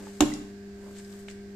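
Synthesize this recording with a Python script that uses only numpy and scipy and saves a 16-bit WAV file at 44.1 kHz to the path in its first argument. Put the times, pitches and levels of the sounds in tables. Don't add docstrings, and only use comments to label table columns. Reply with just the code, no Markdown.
import sys
import numpy as np
from scipy import signal
from scipy.fft import rfft, irfft
from scipy.io import wavfile
from scipy.ndimage import uniform_filter1d

SR = 44100
rng = np.random.default_rng(int(sys.argv[2]) if len(sys.argv) > 2 else 0)


def bounce(signal):
    frames = np.transpose(np.atleast_2d(signal))
    limited = np.clip(frames, -1, 1)
    pcm = np.round(limited * 32767).astype(np.int16)
    wavfile.write(sys.argv[1], SR, pcm)


N = 68355

# start in seconds, level into the board in dB,
# level of the smack in dB, softness of the contact in seconds.
BLOWS = [(0.2064, -1.5, 2, 0.00011), (0.2229, -7.5, -18.5, 0.00085)]
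# Hz, left minus right in dB.
BALANCE = [(100, 12), (700, -10.5), (1300, -8.5), (2400, -2.5), (4400, -3), (8000, 6.5), (14000, -1)]
NEAR_SHARED_HZ, ROOM_SHARED_HZ = 2920, 300


def board():
    # Hz, level in dB, t60 in seconds, left minus right in dB.
    modes = [(135, -38.5, 0.056, -5), (296.4, -10, 0.22, -3), (358.5, -22.5, 0.24, -2.5),
             (582, -33, 0.078, 22), (755.5, -18.5, 0.11, -4.5), (810, -21.5, 0.058, -3),
             (1051, -24, 0.083, 4), (1080, -44, 0.013, 11), (1690, -31.5, 0.07, 5), (2760, -20, 0.014, -3),
             (3150, -20.5, 0.01, 2), (3550, -17.5, 0.015, -6.5)]
    out = np.zeros((2, N))
    for start, db, _, soft in BLOWS:
        contact = undb(db) * (1 - np.exp(-since(start) / soft))
        for hz, mode_db, t60, pan_db in modes:
            out += pan(pan_db) * undb(mode_db) * contact * ring(start, hz, t60)
    settled_s, smother_t60_s = .238, 0.026
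    return out * np.exp(-np.log(1000) * since(settled_s) / smother_t60_s)


def thud():
    middle_s, hz = .2235, 87
    swing = np.sin(2 * np.pi * hz * (np.arange(N) / SR - middle_s))
    return pan(-2) * undb(-20) * swing * swell(middle_s, half_length=0.0046)


def smack():
    # Hz, relative level in dB.
    spectrum = [(300, -6), (700, 1), (1350, -18), (1800, -0.5), (2250, -12), (2800, 2), (3600, 3.5),
                (4400, -11.5), (5600, -6), (6600, 2), (7700, 2), (9000, -15.5), (14000, -14.5)]
    treble_left_db = 2 * (bins() > 4500)
    colour = undb(curve(spectrum)) * pan(curve(BALANCE) + treble_left_db)
    squelch = pan(-8) * undb(-28.5) * touch(hz=760, octaves=2) * swell(.223, half_length=0.0192)
    smacks = np.zeros((2, N))
    for start, _, db, _ in BLOWS:
        crack = undb(-12.5) * fade(start, t60=0.013)
        squish = undb(-27) * fade(start, t60=0.041)
        gap_closing = 1 - np.exp(-since(start) / 0.00041)
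        smacks += undb(db) * noise(colour, NEAR_SHARED_HZ) * (crack + squish) * gap_closing
    return squelch + smacks


def pats():
    # start in seconds, level in dB, centre in Hz, width in octaves, t60 in seconds,
    # left minus right in dB.
    contacts = [(.070, -39, 964, 0.34, 0.024, -6), (0.322, -37, 1983, 0.059, 0.012, -3),
                (.3378, -30, 5620, 0.41, 0.012, 2.5), (.742, -45.5, 62, .4, 0.06, -2),
                (0.97, -48, 2180, 2.1, 0.017, 0), (0.986, -45.5, 7900, 0.13, 0.024, 15),
                (1.048, -50.5, 5000, 0.27, .02, 3), (1.127, -50.5, 3700, 0.33, 0.017, -4),
                (1.139, -52.5, 1050, 0.45, 0.013, -11), (1.2834, -40, 786, 1.2, 0.011, -3.5),
                (1.2841, -36.5, 1950, 0.26, 0.014, 0.5), (1.285, -38.5, 3100, 0.3, 0.014, -3),
                (1.3, -45.5, 2500, 1.3, 0.038, 0), (1.311, -48, 3000, 1.3, .025, -10)]
    out = np.zeros((2, N))
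    for start, db, hz, octaves, t60, pan_db in contacts:
        click = undb(-1.5) * snap(start, hz, octaves)
        burst = touch(hz, octaves) * fade(start, t60)
        out += pan(pan_db) * undb(db) * (click + burst)
    return out


def rubs():
    # middle and half-length in seconds, level in dB, centre in Hz, width in octaves,
    # left minus right in dB.
    strokes = [(.01, 0.11, -52.5, 500, 1.12, -7), (0.052, 0.13, -55, 3070, 1.44, 3),
               (0.178, 0.091, -57.5, 3440, 1.5, 4), (0.872, 0.096, -54, 704, 1.22, -4),
               (.91, 0.19, -62.5, 4840, 1.7, 3.5), (0.978, 0.048, -53, 2960, 1.1, 0.5),
               (1.037, 0.093, -61, 5100, 1.3, 4), (1.13, 0.053, -56, 3600, 2.9, 5),
               (1.192, 0.066, -58, 4300, 1.9, 4.5), (1.299, 0.041, -56.5, 5560, 0.56, 7)]
    out = np.zeros((2, N))
    for middle, half_length, db, hz, octaves, pan_db in strokes:
        grain_db = 2 * walk(seconds=0.0053)
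        out += pan(pan_db) * undb(db + grain_db) * touch(hz, octaves) * swell(middle, half_length)
    return out


def touch(hz, octaves):
    # Hz, relative level in dB.
    spectrum = [(100, 24), (2500, -2), (5500, -1.5), (7800, 6.5), (9500, -4.5), (14000, -1.5)]
    band = np.exp(-.5 * (np.log2(bins() / hz) / octaves) ** 2)
    return noise(band * undb(curve(spectrum)), NEAR_SHARED_HZ)


def snap(start, hz, octaves):
    return np.cos(2 * np.pi * hz * (np.arange(N) / SR - start)) * swell(start, .5 / (hz * octaves))


def reverberation(near):
    # Hz, gain in dB.
    spectrum = [(60, -16), (200, 2), (300, -20), (480, -3.5), (760, -10), (1100, -7.5), (1500, -7.5),
                (2300, -4.5), (3200, -9.5), (4800, -3.5), (7000, -12), (9000, -3), (14000, -9.5)]
    delay_s = .003
    early = undb(2) * fade(delay_s, t60=0.064)
    tail = fade(delay_s, t60=0.61)
    envelope = (tail + early) / np.sqrt(np.sum(tail ** 2))
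    response = tint(noise(1, ROOM_SHARED_HZ) * envelope, undb(curve(spectrum)))
    return signal.fftconvolve(near, response, axes=1)[:, :N]


def standing_waves():
    # Hz, level in dB, t60 in seconds, build-up in seconds.
    modes = [(33.7, -39.5, 1, .03), (138.8, -31.5, 0.4, 0.037), (178, -42, .28, 0.1),
             (229.2, -29, 0.63, 0.02), (253.1, -31.5, 0.67, 0.07), (286, -26.5, 0.6, 0.077),
             (301, -17.5, 0.5, 0.067)]
    start = BLOWS[0][0]
    out = np.zeros(N)
    for hz, db, t60, build in modes:
        rise = 1 - np.exp(-(since(start) / build) ** 2)
        out += undb(db) * ring(start, hz, t60) * rise
    return out


def lingering_ring():
    return undb(-46) * ring(start=0, hz=293.3, t60=0.96)


def appliance():
    # level in dB of one harmonic of the hum, from the fundamental up.
    harmonics_db = [-60, -45, -70.5, -48, -82, -74, -68]
    # Hz, level in dB.
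    motor_tones = [(75, -66), (350, -66), (1567, -67), (1696, -74)]
    hum_hz = 100
    turn = 2 * np.pi * np.arange(N) / SR
    hum = sum(undb(db - 0.63 * walk(0.033)) * np.cos(order * hum_hz * turn)
              for order, db in enumerate(harmonics_db, 1))
    whine = sum(undb(db + walk(0.15)) * np.cos(hz * turn + 0.83 * walk(0.18)) for hz, db in motor_tones)
    return np.sqrt(2) * (hum + whine) * pan(0.33)


def room_tone():
    # Hz, relative level in dB.
    spectrum = [(25, -3), (110, -8), (190, -7.5), (350, -4), (520, -13.5), (700, -14), (950, -21),
                (1350, -21), (1650, -12), (2300, -19), (3500, -24), (4700, -20), (6000, -24), (7800, -25.5),
                (9500, -37), (14000, -34)]
    return undb(-53.5) * noise(undb(curve(spectrum)) * pan(curve(BALANCE)), ROOM_SHARED_HZ)


def undb(db):
    return 10 ** (np.asarray(db) / 20)


def pan(db):
    return undb(np.array([[.5], [-.5]]) * db)


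def since(start):
    return np.maximum(np.arange(N) / SR - start, 0)


def fade(start, t60):
    age = since(start)
    return (age > 0) * np.exp(-np.log(1000) * age / t60)


def swell(middle, half_length):
    return np.exp(-2 * ((np.arange(N) / SR - middle) / half_length) ** 2)


def ring(start, hz, t60):
    return -np.cos(2 * np.pi * hz * since(start)) * fade(start, t60)


def bins():
    return np.maximum(np.arange(N // 2 + 1) * SR / N, 1)


def curve(points):
    hz, db = np.array(points, float).T
    return np.interp(np.log(bins()), np.log(hz), db)


def tint(x, gain):
    return irfft(rfft(x) * gain, N)


def noise(gain, shared_hz):
    mid, side = rfft(rng.standard_normal((2, N)))
    apart = 1 / (1 + (shared_hz / bins()) ** 4)
    left_right = (mid + apart * side * np.array([[1], [-1]])) / np.sqrt(1 + apart ** 2)
    x = irfft(left_right * gain, N)
    return x / x.std()


def walk(seconds):
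    size = max(int(seconds * SR), 1)
    x = uniform_filter1d(uniform_filter1d(rng.standard_normal(N), size), size)
    return x / x.std()


def scene():
    near = board() + thud() + smack() + pats() + rubs()
    air = room_tone()
    return near + reverberation(near) + standing_waves() + lingering_ring() + appliance() + air


def record(dry):
    top_hz = 14400
    return signal.sosfilt(signal.ellip(8, .2, 80, top_hz, fs=SR, output="sos"), dry)


dry = scene()
out = record(dry)
bounce(out)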